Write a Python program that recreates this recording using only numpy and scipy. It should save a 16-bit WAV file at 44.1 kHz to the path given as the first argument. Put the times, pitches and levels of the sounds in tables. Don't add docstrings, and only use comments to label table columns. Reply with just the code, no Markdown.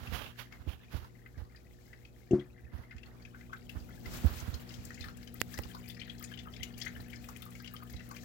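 import sys
import numpy as np
from scipy import signal
from scipy.fft import rfft, irfft, next_fast_len
from scipy.io import wavfile

SR = 44100
rng = np.random.default_rng(int(sys.argv[2]) if len(sys.argv) > 2 else 0)


def transcribe(signal):
    frames = np.atleast_2d(signal).T
    limited = np.clip(frames, -1, 1)
    pcm = np.round(limited * 32767).astype(np.int16)
    wavfile.write(sys.argv[1], SR, pcm)


N = 363384
TIME = np.arange(N) / SR

# time_s, hiss_db, openness (0 behind glass, 1 above the tank), rumble_db
# hiss_db is fine water spatter, swelling with the hand's rubbing hiss at about 4.0-4.5 s
MIC_PATH = [(0.0, -68, .6, -68), (.25, -74.5, 0.51, -72), (.45, -75.5, 0.37, -64.5),
            (1.1, -77.5, 0.24, -62.5), (2.0, -74, 0.21, -62.5), (2.8, -82.5, 0.29, -61),
            (3.4, -73.5, 0.53, -61), (4.0, -69, 0.71, -54.5), (4.15, -55.5, 0.76, -47.5),
            (4.42, -59.5, 0.86, -57), (4.65, -65, 0.85, -54.5), (5.2, -70, 0.84, -58),
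            (5.65, -64, 0.95, -55.5), (6.0, -72.5, 0.85, -58), (6.9, -68.5, 1, -55.5),
            (7.6, -70.5, 0.77, -59.5), (8.24, -65, 0.98, -57)]
# start_s, level_db, pitch_hz, splash_db (4-9 kHz), top_db (above 9 kHz)
DROPS = [(0.071, -40, 2560, -50, -64), (0.2597, -40, 2640, -65, -76), (.5232, -43, 2120, -53.5, -78),
         (1.0423, -51, 1030, -59, -74), (1.2593, -43.5, 1944, -71, -81), (1.3764, -55, 1835, -59, -77),
         (1.5464, -51, 1780, -69, -63), (1.56, -49, 4600, -79, -80), (1.93, -44, 1900, -61, -82),
         (2.0495, -48, 2450, -56, -78), (2.309, -44.5, 2670, -49.5, -72), (2.395, -44.5, 3226, -80, -70),
         (2.4094, -49, 1920, -74, -77), (2.576, -55, 1970, -81, -84), (2.641, -61, 1950, -78, -82),
         (2.673, -59, 1740, -87, -82), (2.715, -61, 1950, -78, -82), (2.78, -56, 1880, -60, -82),
         (2.9087, -41.5, 1976, -59, -86), (2.923, -46, 1740, -66, -83), (2.963, -51, 1760, -59, -71),
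         (2.98, -45, 2500, -55, -72), (3.0312, -43, 2610, -54, -81), (3.0587, -50, 4200, -66, -82),
         (3.2213, -53, 4370, -68, -82), (3.25, -42.5, 2420, -54.5, -82), (3.345, -43, 1470, -82, -84),
         (3.4087, -46, 1973, -59, -76), (3.5302, -32, 1445, -53.5, -56), (3.5655, -51, 3630, -72, -78),
         (3.693, -37.5, 2610, -47, -50), (3.7989, -56, 4670, -61, -70), (3.889, -49, 1370, -76, -62),
         (3.904, -51, 1930, -76, -73), (4.0572, -38.5, 1970, -46, -60), (4.135, -50, 1350, -44, -43),
         (4.4007, -36, 6270, -53, -65), (4.5405, -37, 3970, -42, -50), (4.6905, -40, 4810, -65, -84),
         (4.705, -47, 2700, -62, -72), (4.739, -44, 3050, -44, -73), (4.8503, -36, 7170, -51, -51),
         (4.9043, -37, 1784, -53, -74), (4.9427, -41, 6470, -48, -56), (4.976, -43.5, 2140, -63, -72),
         (5.0074, -35, 3990, -48, -55), (5.025, -38, 3500, -51, -70), (5.04, -35, 1695, -45, -50),
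         (5.0827, -43, 1316, -45.5, -64), (5.169, -46.5, 7200, -66, -57), (5.227, -49, 2170, -48.5, -60),
         (5.273, -44.5, 2920, -48, -55), (5.3404, -54, 1277, -73, -59), (5.3516, -52, 1940, -82, -72),
         (5.4007, -51, 1940, -41, -39), (5.5393, -37.5, 1700, -40, -55), (5.5748, -38.5, 1880, -40, -38),
         (5.6337, -42.5, 2750, -43, -51), (5.7123, -45, 2960, -71, -71), (5.7464, -39, 960, -44.5, -51),
         (5.84, -48.5, 2260, -67, -69), (5.8566, -46, 2310, -57, -53), (5.878, -44, 4700, -64, -44),
         (5.8986, -34, 3370, -44, -46), (5.945, -48, 4630, -66, -70), (5.969, -46.5, 1810, -59, -63),
         (5.996, -38, 4090, -61, -72), (6.0137, -38.5, 2290, -71, -73), (6.0145, -34.5, 2890, -71, -73),
         (6.0442, -50, 4300, -71, -64), (6.0754, -44, 1740, -72, -62), (6.0966, -33.5, 3170, -71, -69),
         (6.18, -52, 4020, -49, -58), (6.199, -55, 3200, -70, -70), (6.207, -49.5, 1235, -67, -58),
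         (6.225, -47, 2100, -47, -44), (6.2398, -31, 6570, -60, -50), (6.3157, -40, 1620, -53, -57),
         (6.3374, -38, 2940, -58, -68), (6.3735, -41, 2790, -53, -73), (6.3885, -35, 3370, -46, -73),
         (6.4699, -42.5, 1230, -76, -65), (6.536, -41, 3280, -52, -69), (6.563, -45, 2260, -43, -76),
         (6.5967, -51, 3010, -68, -60), (6.63, -29, 2790, -34, -44), (6.739, -71, 4530, -55, -74),
         (6.776, -53, 2260, -45.5, -41.5), (6.8, -48, 2970, -43, -64), (6.814, -32.5, 3210, -33.5, -55),
         (6.8197, -46, 5730, -33, -70), (6.849, -41, 4170, -42.5, -47), (6.862, -32.5, 1910, -60, -70),
         (6.8688, -30, 1990, -59, -54), (6.907, -56, 1580, -61, -72), (6.9614, -39.5, 1690, -66, -52),
         (7.002, -46.5, 3880, -51, -51), (7.0582, -51, 1660, -74, -66), (7.098, -48, 2940, -55, -50),
         (7.1297, -37.5, 2190, -50, -70), (7.158, -42, 5070, -69, -77), (7.2408, -43, 2390, -54, -65),
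         (7.286, -39, 1120, -44.5, -48), (7.3608, -40.5, 2360, -51, -49), (7.421, -37.5, 3430, -48, -47),
         (7.425, -49, 1250, -70, -70), (7.4603, -43.5, 1146, -60, -56), (7.5508, -42.5, 2130, -52, -53),
         (7.599, -46.5, 1550, -47, -64), (7.644, -40, 2750, -66, -57), (7.6587, -41.5, 2950, -56, -72),
         (7.675, -38, 2740, -41, -67), (7.7394, -43.5, 1190, -70, -47), (7.7632, -40, 3020, -47.5, -57),
         (7.8226, -41.5, 1173, -76, -58), (7.896, -51, 1730, -49.5, -48), (7.9348, -49, 2100, -48, -66),
         (7.963, -42, 3800, -57, -70), (7.993, -43, 2600, -57, -70), (8.004, -44.5, 1890, -57, -67),
         (8.11, -38.5, 1083, -47, -50), (8.1628, -40.5, 2270, -44.5, -54)]
# start_s, level_db, centre_hz
SPITS = [(3.6925, -47, 15100), (3.895, -51, 14700), (3.9938, -48, 14700), (4.8534, -41, 14500),
         (4.9447, -51, 9300), (5.1716, -48, 12600), (5.3413, -34, 14700), (5.449, -57, 14400),
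         (5.5388, -46, 13100), (5.6206, -39, 15200), (5.7488, -50, 13100), (5.8875, -39, 12700),
         (6.0691, -48, 15300), (6.1953, -42, 15000), (6.2253, -36, 15800), (6.316, -54, 12400),
         (6.631, -38.5, 13900), (6.776, -53, 15500), (6.8344, -46, 12600), (6.9531, -52, 14200),
         (7.0174, -47, 14400), (7.0828, -48, 13200), (7.2434, -50, 15000), (7.2863, -45, 15100),
         (7.3043, -44, 15000), (7.3712, -44.5, 10900), (7.4205, -42.5, 12500), (7.453, -40, 15000),
         (7.5058, -47.5, 9430), (7.6231, -46, 15100), (7.7373, -35, 15300), (7.8341, -45, 14800),
         (7.9279, -43, 14300), (8.0895, -45, 13000), (8.1618, -49, 12700)]
# frequency_hz, level_db
HISS_COLOUR = [(500, -28), (1200, -5.5), (2100, -2), (4000, -4), (7500, -4.5), (9000, -12), (12500, -9),
               (16000, -5.5)]
# pitch_hz, width_hz, level_db
TANK_MODES = [(2138, 20, -13.5), (3150, 430, -3), (3357, 230, 3.5), (5240, 1100, 9.5), (7000, 250, -35)]
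# frequency_hz, gain_db
HAND_SHADE = [(500, -22), (1400, 1.5), (2200, -16.5), (3300, -12.5), (7000, -20), (8400, -25),
              (12500, -6.5), (16000, -10)]
# start_s, held_s, right_db, left_over_right_db, treble_db
STROKES = [(0.0, 0.29, -48.5, -16, -2.5), (0.133, 0.051, -42.5, -21, 0.0), (.21, 0.063, -46, -27, -1),
           (.395, 0.017, -53.5, -18, 7), (.525, 0.028, -59, -4, -4.5), (.607, 0.019, -58, -17, -6.5),
           (.693, 0.03, -49, -24.5, -1.5), (.815, 0.022, -64, -33.5, -4), (0.927, 0.042, -48.5, -12, -0.5),
           (.98, 0.091, -61, -6, -0.5), (1.389, 0.015, -56, -7, -6), (2.733, 0.11, -57.5, -9, -7),
           (3.06, .15, -61, -19, -12), (3.767, 0.0045, -50, -16, -9.5), (4.068, 0.21, -53, -11, -1),
           (4.27, 0.068, -47, -5, -3.5), (4.37, 0.2, -51.5, -10, -2), (4.6, 0.28, -67, 1, 5.5),
           (5.05, 0.036, -71.5, 8.5, 5)]
# frequency_hz, level_db
RUB_COLOUR = [(100, 12.5), (250, 2.5), (700, 0.5), (1500, 3), (2500, -3.5), (4500, -6), (7000, -15.5),
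              (8400, -24.5), (10500, -13), (16000, -12)]
# crest_s, level_db, fall_s
BUMPS = [(0.02, -39.5, 0.025), (.088, -35.5, 0.03), (0.128, -26.5, 0.011), (.239, -54, 0.018),
         (0.297, -45, 0.021), (.608, -40.5, 0.015), (.681, -25.5, 0.016), (.726, -42.5, 0.036),
         (.95, -27, 0.012), (.987, -36.5, 0.011), (1.024, -38, 0.014), (1.384, -35.5, 0.032),
         (1.421, -33, 0.013), (2.643, -44, 0.022), (2.744, -31, .017), (2.797, -38, 0.0088),
         (2.957, -39, .017), (3.765, -30.5, 0.014), (3.816, -42, 0.015), (4.069, -35.5, 0.013),
         (4.115, -41, 0.012), (4.255, -13.5, .017), (4.311, -34, 0.026), (4.365, -38, 0.015),
         (4.431, -34, 0.012), (4.489, -26.5, 0.0096), (4.541, -31, 0.024), (4.791, -38, 0.013),
         (5.014, -36.5, 0.012), (5.072, -39, 0.012), (5.422, -44, .017), (5.479, -47, .008),
         (5.597, -29.5, 0.0065), (5.661, -37.5, 0.0069), (6.61, -37.5, 0.013), (6.974, -43, .014),
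         (7.008, -38, 0.0081), (7.949, -34.5, 0.011)]
# start_s, level_db, left_over_right_db
TICKS = [(5.4157, -15, -18), (5.589, -25, -10)]
# pitch_hz, level_db, t60_s
HOUSING_MODES = [(530, -19, 0.0089), (1970, -10.5, 0.0076), (2680, -6, 0.0027), (5150, -8.5, 0.0015),
                 (6940, -12, 0.0047), (12200, -17.5, 0.0064)]
# start_s, level_db
KNOCK_CONTACTS = [(2.309, -19.5), (2.317, -19.5), (2.332, -9.5), (2.348, -56), (2.385, -30.5)]
# pitch_hz, level_db, t60_s (before extra damping)
HOLLOW_MODES = [(136.6, -25.5, 0.41), (209, -12.5, 0.17), (287, -16, 0.26), (331, -17, 0.27),
                (363, 0, 0.18), (491, -21.5, 0.14), (565, -23, 0.18), (680, -6.5, 0.047),
                (1039, -32, 0.145)]
# harmonic, glass_db, open_db, right_below_left_db, glass_gain (signed)
PUMP_HARMONICS = [(1, -69, -64, -6.5, 0.9), (2, -61, -53.5, 3, 0.8), (3, -72, -57.5, 3, -1.6),
                  (4, -60, -51, 10, -0.43), (5, -106, -64.5, 14, 0.92), (6, -66.5, -72, 14.5, 0.83),
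                  (8, -73.5, -68.5, 5.5, 0.82), (12, -97, -70, 54, -1.4)]
# frequency_hz, level_db
ROOM_COLOUR = [(25, -6.5), (45, 4.5), (70, 3.5), (140, -5), (200, -2.5), (300, -8), (420, -12),
               (800, -18.5), (1050, -32.5), (2500, -69)]

BUBBLE_T60_S = 0.021
MAIN_RISE, SMALL_RISE = .08, .06
SPURT_BEFORE_S, SPURT_AFTER_S = 0.024, 0.028
RUB_RISE_DB_PER_S, RUB_SAG_DB_PER_S, RUB_FALL_DB_PER_S = 600, 15, 297
BUMP_HZ, MAINS_HZ, CUTOFF_HZ = 70.4, 60.1, 16350


def water(hiss_db, openness):
    direct = drops(openness)
    stream = trickle(openness) + sparkle(hiss_db, per_s=30)
    echoes = amp(-5.5) * tank(direct[0] + stream, mid_t60=0.19, edge_t60=0.12)
    left, right = echoes + flickering_hiss(hiss_db + 8, openness) + stream
    right = np.roll(colour(right, HAND_SHADE), 22)
    return direct + spits() + [left, right]


def drops(openness):
    s, db, hz, splash_db, top_db = np.transpose(DROPS)
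    t60 = BUBBLE_T60_S * (hz / 2000) ** -.55 * np.exp(-0.027 * (db + 43))
    shade_db = 1 + 10.5 * np.log2(hz / 2000) + 15.5 * np.interp(s, TIME, openness)
    noise = rng.standard_normal((len(s), 1600))
    pick = rng.random((len(s), 5))
    wash_hz = 4200 + 2000 * pick[:, 4]
    wash = [band(band(row, 3000, 8500), f * 0.82, f * 1.237) for row, f in zip(noise, wash_hz)]
    top = band(band(noise, 9000, 19000), 8600, 19000)
    smack = [rms_one(band(row, f * .69, f * 1.31)) for row, f in zip(noise, hz)]
    splash = (amp(splash_db + 7)[:, None] * wash * swell(0.0032, 0.021)
              + amp(top_db - 2.5)[:, None] * top * swell(0.0061, 0.05)
              + amp(db - 11.5)[:, None] * smack * swell(0.0022, 0.045))
    tone = amp(db - 3)[:, None] * bubbles(hz, t60, MAIN_RISE)
    s = s - 0.0005
    out = np.array([place(s, tone + splash, np.ones(len(s))),
                    place(s + 0.00049, tone, amp(-shade_db))])
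    for k, (low, high) in enumerate([(.75, 0.936), (1.1, 1.3)]):
        side = bubbles(hz * (low + (high - low) * pick[:, k]), 0.6 * t60, SMALL_RISE)
        late = s + .008 * pick[:, k + 2]
        out += [place(late, side, amp(db - 15.5)), place(late + 0.00045, side, amp(db - 8 - shade_db))]
    return out


def bubbles(hz, t60, rise):
    t = np.arange(1600) / SR
    hz, t60 = hz[:, None], np.clip(t60, .004, .1)[:, None]
    phase = 2 * np.pi * hz * (t + rise * t ** 2 / t60) + 2 * np.pi * rng.random(hz.shape)
    return swell(.003, t60) * np.sin(phase)


def trickle(openness):
    deep = np.transpose(DROPS)[2] < 1500
    gurgle_db = spurts(deep, -76.5 + 10 * openness + 1.8 * drift(3.9))
    patter_db = spurts(~deep, -70.5 + 7 * openness + 2.84 * drift(1.33))
    gurgle = swarm(gurgle_db - 6, 1034, 1490, per_s=150, cycles=16, spread_db=6, crowding=1.08)
    patter = swarm(patter_db - 9.5, 1733, 6230, per_s=420, cycles=16, spread_db=5, crowding=2.16)
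    bright = gurgle + patter
    dull = band(band(bright, 300, 1880), 300, 1880)
    heard = dull + np.minimum(openness, 1) ** 2.17 * (bright - dull)
    plink_db, droplet_db = -72.5 + 5.5 * openness, -88 + 20.5 * openness
    plinks = swarm(plink_db, 1600, 2500, per_s=60, cycles=22, spread_db=2.5, crowding=1.2)
    droplets = swarm(droplet_db, 2510, 7000, per_s=45, cycles=28, spread_db=3, crowding=1.49)
    return heard + plinks + droplets


def spurts(chosen, between_db):
    s, db = np.transpose(DROPS)[:2]
    t = np.arange(-SR // 4, SR // 4) / SR
    shape = np.exp(-(t / np.where(t < 0, SPURT_BEFORE_S, SPURT_AFTER_S)) ** 2)
    swells = place(s[chosen] - .25, np.tile(shape, (np.sum(chosen), 1)), amp(db[chosen] - 13))
    return 20 * np.log10(swells + amp(between_db))


def swarm(level_db, low_hz, high_hz, per_s, cycles, spread_db, crowding):
    born = np.flatnonzero(rng.random(N) < per_s / SR)
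    pick = rng.random((len(born), 3))
    hz = low_hz * (high_hz / low_hz) ** pick[:, 0] ** crowding
    gains = amp(-spread_db * np.log(.03 + pick[:, 1]))
    grains = bubbles(hz, cycles * (.5 + pick[:, 2]) / hz, SMALL_RISE)
    return amp(level_db) * rms_one(place(born / SR, grains, gains))


def spits():
    s, db, hz = np.transpose(SPITS)
    noise = band(rng.standard_normal((len(s), 1600)), 30, 2300)
    carrier = np.cos(2 * np.pi * hz[:, None] * np.arange(1600) / SR)
    bursts = np.array([rms_one(row) for row in noise]) * carrier * swell(0.00055, 0.013)
    return place(s, bursts, amp(db + 1)) * amp([[0], [-29]])


def sparkle(level_db, per_s):
    born = np.flatnonzero(rng.random(N) < per_s / SR)
    noise = rng.standard_normal((len(born), 1600))
    pick = rng.random((len(born), 2))
    grains = np.where(pick[:, :1] < .5, band(noise, 13900, 20700), band(noise, 3840, 5350))
    gains = amp(-3 * np.log(.05 + pick[:, 1]))
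    return amp(level_db) * rms_one(place(born / SR, grains * swell(0.0031, 0.011), gains))


def flickering_hiss(level_db, openness):
    hiss = rms_one(colour(rng.standard_normal((2, N)), HISS_COLOUR))
    shared, depth = drift(12), 0.41 + .7 * openness
    low, middle = band(hiss, 100, 3500), band(hiss, 3400, 8300)
    return amp(level_db) * sum(part * amp(depth * (2.35 * shared + 2.3 * drift(11)))
                               for part in (low, middle, hiss - low - middle))


def tank(x, mid_t60, edge_t60):
    t = np.arange(SR // 3) / SR
    noise = rng.standard_normal((2, len(t)))
    mid = band(noise, 300, 4700)
    tail = mid * amp(-60 * t / mid_t60) + (noise - mid) * amp(-60 * t / edge_t60)
    tail /= np.sqrt(np.sum(tail ** 2, axis=1, keepdims=True))
    wet = signal.fftconvolve(x[None], tail, axes=1)[:, :N]
    for hz, width_hz, db in TANK_MODES:
        wet[0] += amp(db - 28.5) * ring(x, hz, 3.3 / width_hz)
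    return wet


def hand_rub():
    rub_db, pan_db, treble_db = np.transpose(STROKES)[2:]
    friction = rms_one(colour(rng.standard_normal((2, N)), RUB_COLOUR)) * amp(5 + 2 * drift(19))
    cavity = band(friction[1], 2390, 3730) * strokes(rub_db + treble_db - 24 - 1.07 * pan_db)
    low = band(friction, 30, 2000)
    rub = sum(part * [strokes(db + pan_db), strokes(db)]
              for part, db in [(low, rub_db), (friction - low, rub_db + treble_db)])
    return rub + cavity * [[0], [1]]


def strokes(db):
    s, held_s = np.transpose(STROKES)[:2, :, None]
    down_db = (RUB_RISE_DB_PER_S * np.maximum(s - TIME, 0)
               + RUB_SAG_DB_PER_S * np.maximum(TIME - s, 0)
               + RUB_FALL_DB_PER_S * np.maximum(TIME - s - held_s, 0))
    return np.sqrt(np.sum(amp(2 * (db[:, None] - down_db)), axis=0))


def hand_bumps():
    s, db, fall_s = np.transpose(BUMPS)
    t = np.arange(-900, 2600) / SR
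    shape = np.exp(-(t / np.where(t < 0, .009, fall_s[:, None])) ** 2)
    sag = t - 0.005555 * np.exp(-(t + 0.0125) / 0.00313)
    thuds = shape * np.sin(2 * np.pi * (BUMP_HZ * sag + rng.random((len(s), 1))))
    creak = band(rng.standard_normal(thuds.shape), 79, 246) * np.exp(-((t + 0.004) / 0.0097) ** 2)
    snap = band(rng.standard_normal(thuds.shape), 250, 870) * np.exp(-((t + 0.0053) / 0.0053) ** 2)
    creak += amp(-21.5) * (.017 / fall_s[:, None]) ** 2.43 * snap
    return place(s - 900 / SR, thuds + amp(6.5) * creak, amp(db + 2)) * amp([[-24], [0]])


def housing_ticks():
    out = np.zeros((2, N))
    for s, db, pan_db in TICKS:
        click = np.zeros(N)
        click[round(s * SR)] = amp(db)
        tick = sum(amp(level_db) * ring(click, hz, t60) for hz, level_db, t60 in HOUSING_MODES)
        out += tick * amp([[pan_db / 2], [-pan_db / 2]])
    return out


def knock():
    blows = np.zeros(N)
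    for s, db in KNOCK_CONTACTS:
        blows[round(s * SR)] = amp(db)
    soft = np.convolve(blows, np.hanning(90) / 45)[:N]
    body = sum(amp(db - 1) * ring(soft, hz, 0.84 * t60) for hz, db, t60 in HOLLOW_MODES)
    onsets = np.convolve(blows, np.hanning(500) / 250)[:N]
    dying = signal.lfilter([1], [1, -amp(-60 / (.3 * SR))], onsets)
    grit = rng.standard_normal(N)
    scuff = (band(grit, 370, 1580) + amp(-19) * band(grit, 1610, 5700)) * dying
    return (band(body, 78, 3000) + amp(-32) * scuff) * amp([[1.5], [-1.5]])


def pump(openness):
    out = np.zeros((2, N))
    for harmonic, glass_db, open_db, right_below_db, glass_gain in PUMP_HARMONICS:
        height = glass_gain * amp(glass_db) * (1 - openness) + amp(open_db) * openness
        phase = 2 * np.pi * (harmonic * MAINS_HZ * TIME + rng.random())
        waver = np.sqrt(2) * amp(1.3 * drift(2.5))
        out[0] += height * waver * np.sin(phase)
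        out[1] += np.abs(height) * amp(-right_below_db) * waver * np.sin(phase + 0.69)
    return out


def room_tone(rumble_db):
    shared, *own = rng.standard_normal((3, N))
    rumble = rms_one(colour(0.66 * shared + np.array(own), ROOM_COLOUR))
    hiss = colour(rng.standard_normal((2, N)), [(1000, 6), (8600, -11.5), (12500, -2), (16000, -33)])
    return amp(rumble_db + 3.5) * rumble * amp([[0.5], [-0.5]]) + amp([[-76], [-75]]) * rms_one(hiss)


def amp(db):
    return 10 ** (np.asarray(db) / 20)


def rms_one(x):
    return x / np.sqrt(np.mean(x ** 2) + 1e-20)


def band(x, low_hz, high_hz):
    return signal.sosfilt(signal.butter(2, [low_hz, high_hz], "band", fs=SR, output="sos"), x)


def colour(x, points):
    hz, db = np.transpose(points)
    size = next_fast_len(N)
    grid = np.log(np.arange(1, size // 2 + 2) * SR / size)
    return irfft(rfft(x, size) * amp(np.interp(grid, np.log(hz), db)), size)[..., :N]


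def drift(rate_hz):
    r = np.exp(-80 * np.pi * rate_hz / SR)
    slow = signal.lfilter([1], [1, -2 * r, r * r], rng.standard_normal(N // 40 + 2002))[2000:]
    return np.interp(np.arange(N) / 40, np.arange(len(slow)), rms_one(slow))


def ring(clicks, hz, t60):
    r, w = amp(-60 / (t60 * SR)), 2 * np.pi * hz / SR
    return signal.lfilter([0, np.sin(w)], [1, -2 * r * np.cos(w), r * r], clicks + 1e-18)


def swell(attack_s, t60):
    t = np.arange(1600) / SR
    shape = (1 - np.exp(-t / attack_s)) ** 2 * amp(-60 * t / t60)
    return shape / shape.max(axis=-1, keepdims=True)


def place(s, grains, gains):
    at = np.clip(np.round(s * SR).astype(int)[:, None] + np.arange(grains.shape[1]), 0, N)
    return np.bincount(at.ravel(), (grains * gains[:, None]).ravel(), N + 1)[:N]


def scene():
    time_s, *columns = np.transpose(MIC_PATH)
    hiss_db, openness, rumble_db = [np.interp(TIME, time_s, column) for column in columns]
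    surroundings = water(hiss_db, openness) + pump(openness) + room_tone(rumble_db)
    return surroundings + hand_rub() + hand_bumps() + housing_ticks() + knock()


def record(dry):
    lean = signal.sosfilt(signal.butter(4, 40, "high", fs=SR, output="sos"), dry)
    return signal.sosfilt(signal.cheby2(24, 60, CUTOFF_HZ, fs=SR, output="sos"), lean)


dry = scene()
out = record(dry)
transcribe(out)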